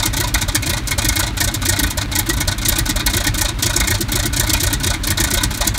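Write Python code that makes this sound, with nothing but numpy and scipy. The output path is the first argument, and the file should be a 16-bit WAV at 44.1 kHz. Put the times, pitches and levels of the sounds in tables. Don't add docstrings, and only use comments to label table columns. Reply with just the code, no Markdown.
import sys
import numpy as np
from scipy import signal
from scipy.fft import rfft, irfft
from scipy.io import wavfile
from scipy.ndimage import uniform_filter1d

SR = 44100
rng = np.random.default_rng(int(sys.argv[2]) if len(sys.argv) > 2 else 0)


def dump(signal):
    limited = np.clip(np.atleast_2d(signal).T, -1, 1)
    pcm = np.round(limited * 32767).astype(np.int16)
    wavfile.write(sys.argv[1], SR, pcm)


def volts_from_decibels(level):
    exponent = np.asarray(level, float) / 20
    return 10 ** exponent


N = 254898
STROKE_N = SR // 8

# frequency in Hz, level in dB per Hz.
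WASH_SPECTRUM = [(30, -22), (100, -0.5), (135, -5), (165, -11.5), (195, -0.5), (306, -6), (465, -18),
                 (1500, -15), (3750, -23), (15500, -43.5)]

# engine cycles (two turns, seven strokes), and the moments they begin in seconds.
CYCLE_NUMBERS = [-1, 0, 2, 4, 6, 8, 10, 11, 12, 14, 15, 16, 17, 18, 20, 21, 22, 24]
CYCLE_START_S = [-0.219, 0.0255, 0.517, 1.0155, 1.51, 2.0085, 2.511, 2.7545, 2.9925, 3.4815, 3.731, 3.976,
                 4.2255, 4.466, 4.9325, 5.172, 5.404, 5.878]
VALVE_EARLY_S = [0, .0055, .001, .0015, .001, .0015, .001]
MISFIRE_CYCLES = [
    [2, 6, 16],
    [1, 3, 5, 8, 10, 12, 14, 20],
    [0, 2, 3, 5, 6, 8, 11, 13, 14, 16, 17, 19, 20, 22, 23],
    [],
    [],
    [1, 3, 7, 9, 11],
    [8, 20],
]

# jet, pipe, thump, knock and bark level, all in dB.
FIRED_LEVELS = [(-25.5, -22.5, -24, -21, -31), (-18, -22.5, -20, -16, -20), (-17.5, -19, -15, -23, -24),
                (-28.5, -24, -18, -27, -30), (-21, -20.5, -29, -17, -24.5), (-21.5, -19.5, -21, -18, -23),
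                (-23, -21, -16.5, -21, -35)]
# jet, pipe, thump, knock and bark level, all in dB.
PUMPED_LEVELS = [(-37, -38, -40, -30, -33), (-51, -44, -18, -40, -28), (-53, -41, -32, -34, -35),
                 (-50, -42, -30, -40, -34), (-50, -42, -30, -40, -34), (-60, -45, -21, -38, -33),
                 (-53, -41, -24, -43, -36)]
# jet, pipe, thump, knock and bark in dB.
REBOUND_BOOST_DB = [1.5, 1.1, .6, .6, .6]
# time in seconds, jet change in dB, pipe change in dB.
RICH_AND_LEAN = [(.026, 5, .3), (.235, -3.5, -1.1), (.481, -3, -.6), (.549, 1.5, 4), (.871, 4, -2.1),
                 (.978, 4, 1.5), (1.4, 4.5, 3), (1.434, -.6, -6), (1.54, -2.5, -5), (1.898, -2.5, -5),
                 (2.258, -5.5, -5), (2.33, -9, -11), (2.58, -13, -12), (2.65, 2.1, -4.5), (3.097, 3, -6),
                 (3.587, -4, -4), (3.623, 4, 1.1), (4.007, -2.1, -4), (4.079, -6, -1.1), (4.254, -1.1, -5),
                 (4.533, 3, 3.5), (4.599, 1.5, -4), (4.699, -5, -.6), (4.796, -5, -2.5), (5.171, 3, .3),
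                 (5.405, -7, .3), (5.501, -3, -1.1), (5.538, -5.5, -9), (5.57, -11, -7.5), (5.604, 4, 4)]
# time in seconds, thump change in dB.
THUMP_CHANGES = [(.026, -14), (.549, -7), (.871, -11), (1.017, 6), (1.364, -11), (1.54, -18), (1.789, 5),
                 (1.827, -5), (1.972, -6), (2.114, -8), (2.291, 5), (2.33, -5), (2.58, -10), (2.616, -18),
                 (2.754, 5), (2.784, 4), (3.097, -9), (3.202, -5), (3.237, 8), (3.267, -6), (3.34, 3),
                 (3.587, -9), (3.799, 3), (4.007, -18), (4.325, 4), (4.564, -9), (4.699, 11), (5.171, 8),
                 (5.405, 10), (5.641, 6)]
# time in seconds, knock change in dB, bark change in dB.
KNOCK_BARK_CHANGES = [(.235, -7, 1.5), (.906, 1.1, -6), (.978, 4, 1.5), (1.083, -5, -2.1),
                      (1.189, -9, -1.1), (1.434, 5, -6), (1.54, 1.1, -4), (1.688, 4.5, 2.5),
                      (1.789, -5, .3), (1.827, 4, 6.5), (1.864, 9, 3), (1.898, -15, -15), (1.972, 5, -4),
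                      (2.258, -15, -6), (2.291, -8, 4), (2.33, -15, -2.1), (2.366, 9, 1.1), (2.473, 5, 5),
                      (2.58, -6, -16), (2.888, 1.1, 6), (3.13, 3.5, 3), (3.164, -18, .3), (5.741, .3, -9),
                      (3.409, -18, -6), (3.903, 4.5, 1.1), (4.533, 9, -1.1), (4.665, 7, -2.1),
                      (4.727, -14, .3), (5.538, -18, -5), (5.57, -15, -10)]

# thump delay in seconds, knock delay in seconds, knock in Hz,
# bark delay in seconds, bark in Hz, jet swell in seconds.
CYLINDER_LAYOUT = [(0.0436, -0.0025, 99, .004, 298.4, 0.003), (0.0333, .0231, 106.5, -.003, 301.3, 0.0029),
                   (0.0134, -0.0045, 78.7, -0.0034, 280, .0027), (-0.007, -0.00003, 91, .004, 273, 0.0031),
                   (-0.0225, 0.0186, 96.7, -0.00017, 286.5, 0.0034),
                   (0.024, 0.0089, 99.4, -.005, 324, 0.0029), (-0.0065, 0.0011, 85, .004, 270, 0.0026)]
# frequency in Hz, level in dB per Hz.
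JET_SPECTRUM = [(1760, -29), (3000, -12.5), (3800, -4.5), (4910, -7), (6890, -4.5), (9540, -7.5),
                (10400, -11), (14400, -8.5), (15700, -7.5)]
LATE_OUTFLOW = [0.59, 0.28, 0.077, 0.6, 0.25, 0.26, 0.75]
# frequency in Hz, width in Hz, level in dB.
PIPE_MODES = [(698, 30, -9.5), (856, 58, -3.5), (985, 48, -5.5), (1177, 100, -4), (1482, 37, -1.6),
              (1874, 158, 2), (1922, 71, 1), (2156, 68, 0), (2442, 66, -4.5), (3270, 145, -4),
              (3716, 190, 3), (4280, 210, -2.5)]
# jet edge in dB, hoot in dB, then pipe level in dB
CYLINDER_COLOURS = [(-4.5, -9, 0.76, 2.9, -0.7, 0.91), (0, -8, 0.42, 2, 6.5, -1.2),
                    (0.7, -8.5, 0.35, 2.5, 3, 2.7), (-3, -8.5, .1, 3.2, -2.8, 0.25),
                    (-0.5, -10.5, -0.25, -2.2, 3, 1.5), (5.5, -8.5, -1.7, 3, 3, -2),
                    (-5.5, -0.7, 1.8, 2.5, 0.5, -2.4)]
COLOUR_HZ = [930, 1490, 1900, 2250, 3000]


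def evened(x):
    return x / np.sqrt(np.mean(x ** 2) + 1e-20)


def coloured(x, points):
    point_hz, point_db = np.transpose(points)
    hz = np.fft.rfftfreq(N, 1 / SR)
    gain_db = np.interp(np.log(hz + 1), np.log(point_hz), point_db)
    return irfft(rfft(x) * volts_from_decibels(gain_db), N)


def bandpassed(x, low_hz, high_hz):
    return signal.sosfilt(signal.butter(2, [low_hz, high_hz], "band", fs=SR, output="sos"), x)


def resonate(x, hz, width_hz):
    carrier = np.exp(2j * np.pi * hz * np.arange(N) / SR)
    decay = np.exp(-np.pi * width_hz / SR)
    smoothed = signal.lfilter([1 - decay], [1, -decay], x / carrier)
    return 2 * (carrier * smoothed).real


def wash():
    rumble_spectrum = [(22, -40), (38, 6), (50, -5.5), (75, -8), (110, -1.0), (145, -5.5), (162, -20), (400, -67)]
    air = evened(coloured(rng.standard_normal(N), WASH_SPECTRUM))
    rumble = evened(coloured(rng.standard_normal(N), rumble_spectrum))
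    return volts_from_decibels(-31.5) * air + volts_from_decibels(-28.5) * rumble


def clatter():
    taps_per_s = 150
    strength_db = 5.7 * np.minimum(rng.exponential(1, N), 4)
    taps = volts_from_decibels(strength_db) * (rng.random(N) < taps_per_s / SR)
    heads = sum(resonate(taps, hz, 210) for hz in (1300, 2300, 3900))
    return volts_from_decibels(-45.5) * evened(heads)


def strokes():
    cycle, cylinder = np.divmod(np.arange(-1, 166), len(FIRED_LEVELS))
    even_s = np.interp(cycle + cylinder / len(FIRED_LEVELS), CYCLE_NUMBERS, CYCLE_START_S)
    return even_s - np.take(VALVE_EARLY_S, cylinder), cylinder, cycle


def strengths():
    stroke_s, cylinder, cycle = strokes()
    dead = np.array([c in MISFIRE_CYCLES[k] for k, c in zip(cylinder, cycle)])
    after_dead = np.roll(dead, 1)
    fired_db = np.take(FIRED_LEVELS, cylinder, axis=0) + np.outer(after_dead, REBOUND_BOOST_DB)
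    for layers, table in (([0, 1], RICH_AND_LEAN), ([2], THUMP_CHANGES), ([3, 4], KNOCK_BARK_CHANGES)):
        for at_s, *change_db in table:
            nearest = np.argmin(abs(stroke_s - at_s))
            fired_db[nearest, layers] += change_db
    pumped_db = np.take(PUMPED_LEVELS, cylinder, axis=0)
    return np.where(dead[:, None], pumped_db, fired_db).T


def swell(rise_s, sharp=1):
    u = np.arange(STROKE_N) / SR / np.reshape(rise_s, (-1, 1))
    return (u * np.exp(1 - u)) ** sharp


def played(db, delay_s, shapes):
    out = np.zeros(N + SR)
    lead = SR // 10
    starts = np.round((strokes()[0] + delay_s) * SR).astype(int) + lead
    shapes = np.broadcast_to(shapes, (len(starts), shapes.shape[1]))
    for at, gain, shape in zip(starts, volts_from_decibels(db), shapes):
        out[at:at + len(shape)] += gain * shape
    return out[lead:lead + N]


def turbulence(lumps, puffs):
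    eddies = evened(uniform_filter1d(rng.standard_normal(N), size=40))
    gusts = evened(uniform_filter1d(uniform_filter1d(rng.standard_normal(N), size=150), size=150))
    return evened(rng.standard_normal(N) * np.exp(lumps * eddies + puffs * gusts))


def jet(db, rise_s, edge_db, late):
    # low edge in Hz, high edge in Hz, slowness of the swell, share of the jet edge level.
    bands = [(1480, 6230, 3.1, 0.078), (5300, 10500, 2.57, 0.63), (9500, 14700, 1.99, 1.27)]
    chance_db = 1.1 * rng.standard_normal((len(db), 3))
    total = 0
    for k, (low_hz, high_hz, slow, tilt) in enumerate(bands):
        hiss = bandpassed(evened(coloured(turbulence(0.23, 0.34), JET_SPECTRUM)), low_hz, high_hz)
        spit = 0.3 * swell(0.0027)
        surge = swell(slow * rise_s, 2.31)
        outflow = late[:, None] * swell(1.79 * slow * rise_s, 4.03)
        band_db = db + 3.0 + tilt * edge_db + chance_db[:, k]
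        total = total + hiss * played(band_db, -0.001, spit + surge + outflow)
    return total


def note(db, delay_s, hz, rise_s, glide):
    detune, start, heat = rng.standard_normal((len(db), 3)).T[:, :, None]
    t = np.arange(STROKE_N) / SR
    stroke_hz = np.reshape(hz, (-1, 1)) * (1 + 0.021 * detune)
    turns = stroke_hz * (t + glide * (1 + heat) * t ** 2) + start
    return played(db, delay_s, swell(rise_s, 1.62) * np.sin(2 * np.pi * turns))


def pipe(db, colour_db, hoot_db):
    flow = turbulence(0.24, 0.17)
    shape = swell(0.009, 1.22)
    chance_db = 2.3 * rng.standard_normal((len(db), len(PIPE_MODES)))
    ring = 0
    for k, (hz, width_hz, mode_db) in enumerate(PIPE_MODES):
        own_db = np.array([np.interp(hz, COLOUR_HZ, [*c, 0]) for c in colour_db])
        drive = flow * played(db + mode_db + own_db + chance_db[:, k], 0.00033, shape)
        ring = ring + (-1) ** k * resonate(drive, hz, width_hz) * np.sqrt(1000 / width_hz)
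    rough = bandpassed(flow * played(db, 0.0011, shape), 650, 2600)
    hoot = note(db + hoot_db, -0.00323, 596.6, 0.0084, 0)
    return volts_from_decibels(2.5) * ring + volts_from_decibels(-0.5) * rough + volts_from_decibels(-3.0) * hoot


def bark(db, delay_s, hz):
    drive = rng.standard_normal(N) * played(db, delay_s, swell(0.0071))
    below = resonate(resonate(drive, 194, 57), 196, 78)
    above = resonate(resonate(drive, 406, 54), 424, 68)
    tone = note(db + 1.0, delay_s - 0.005, hz, 0.011, 1)
    return tone + volts_from_decibels(17) * below + volts_from_decibels(8.5) * above


def push(db, delay_s, hz, rise_s):
    swing = np.sin(2 * np.pi * np.outer(hz, np.arange(STROKE_N) / SR))
    return played(db, delay_s, swell(rise_s) * swing)


def yard(x):
    fade_s = 0.12
    at = np.arange(600, SR // 2, 20)
    taps = np.zeros(SR // 2 + 20)
    signs = rng.choice([-1., 1.], len(at))
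    taps[at + rng.integers(0, 20, len(at))] = signs * volts_from_decibels(-60 * at / SR / fade_s)
    echo = signal.fftconvolve(x, taps / np.linalg.norm(taps))[:N]
    return signal.sosfilt(signal.butter(1, 5000, fs=SR, output="sos"), echo)


def scene():
    cylinder = strokes()[1]
    jet_db, pipe_db, thump_db, knock_db, bark_db = strengths()
    thump_s, knock_s, knock_hz, bark_s, bark_hz, rise_s = np.transpose(CYLINDER_LAYOUT)[:, cylinder]
    edge_db, hoot_db, *colour_db = np.transpose(CYLINDER_COLOURS)[:, cylinder]
    gas = clatter() + jet(jet_db, rise_s, edge_db, np.take(LATE_OUTFLOW, cylinder))
    gas = gas + pipe(pipe_db, np.transpose(colour_db), hoot_db)
    barks = bark(bark_db, bark_s, bark_hz)
    thump = push(thump_db, thump_s, 46, 0.012)
    knock = push(knock_db, knock_s, knock_hz, 0.01)
    low_cut = signal.butter(3, 31, "high", fs=SR, output="sos")
    low = signal.sosfiltfilt(low_cut, thump + knock)
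    return (wash() + gas + barks + low + volts_from_decibels(-14) * yard(gas))[None]


def top_cut(x):
    return signal.sosfilt(signal.butter(12, 16480, fs=SR, output="sos"), x)


def record(dry):
    limited = 0.96 * np.tanh(dry / 0.94)
    edge = signal.firwin(255, 15830, window=("kaiser", 6), fs=SR)
    mix = signal.oaconvolve(limited, edge[None], "same")
    return top_cut(mix)


dry = scene()
out = record(dry)
dump(out)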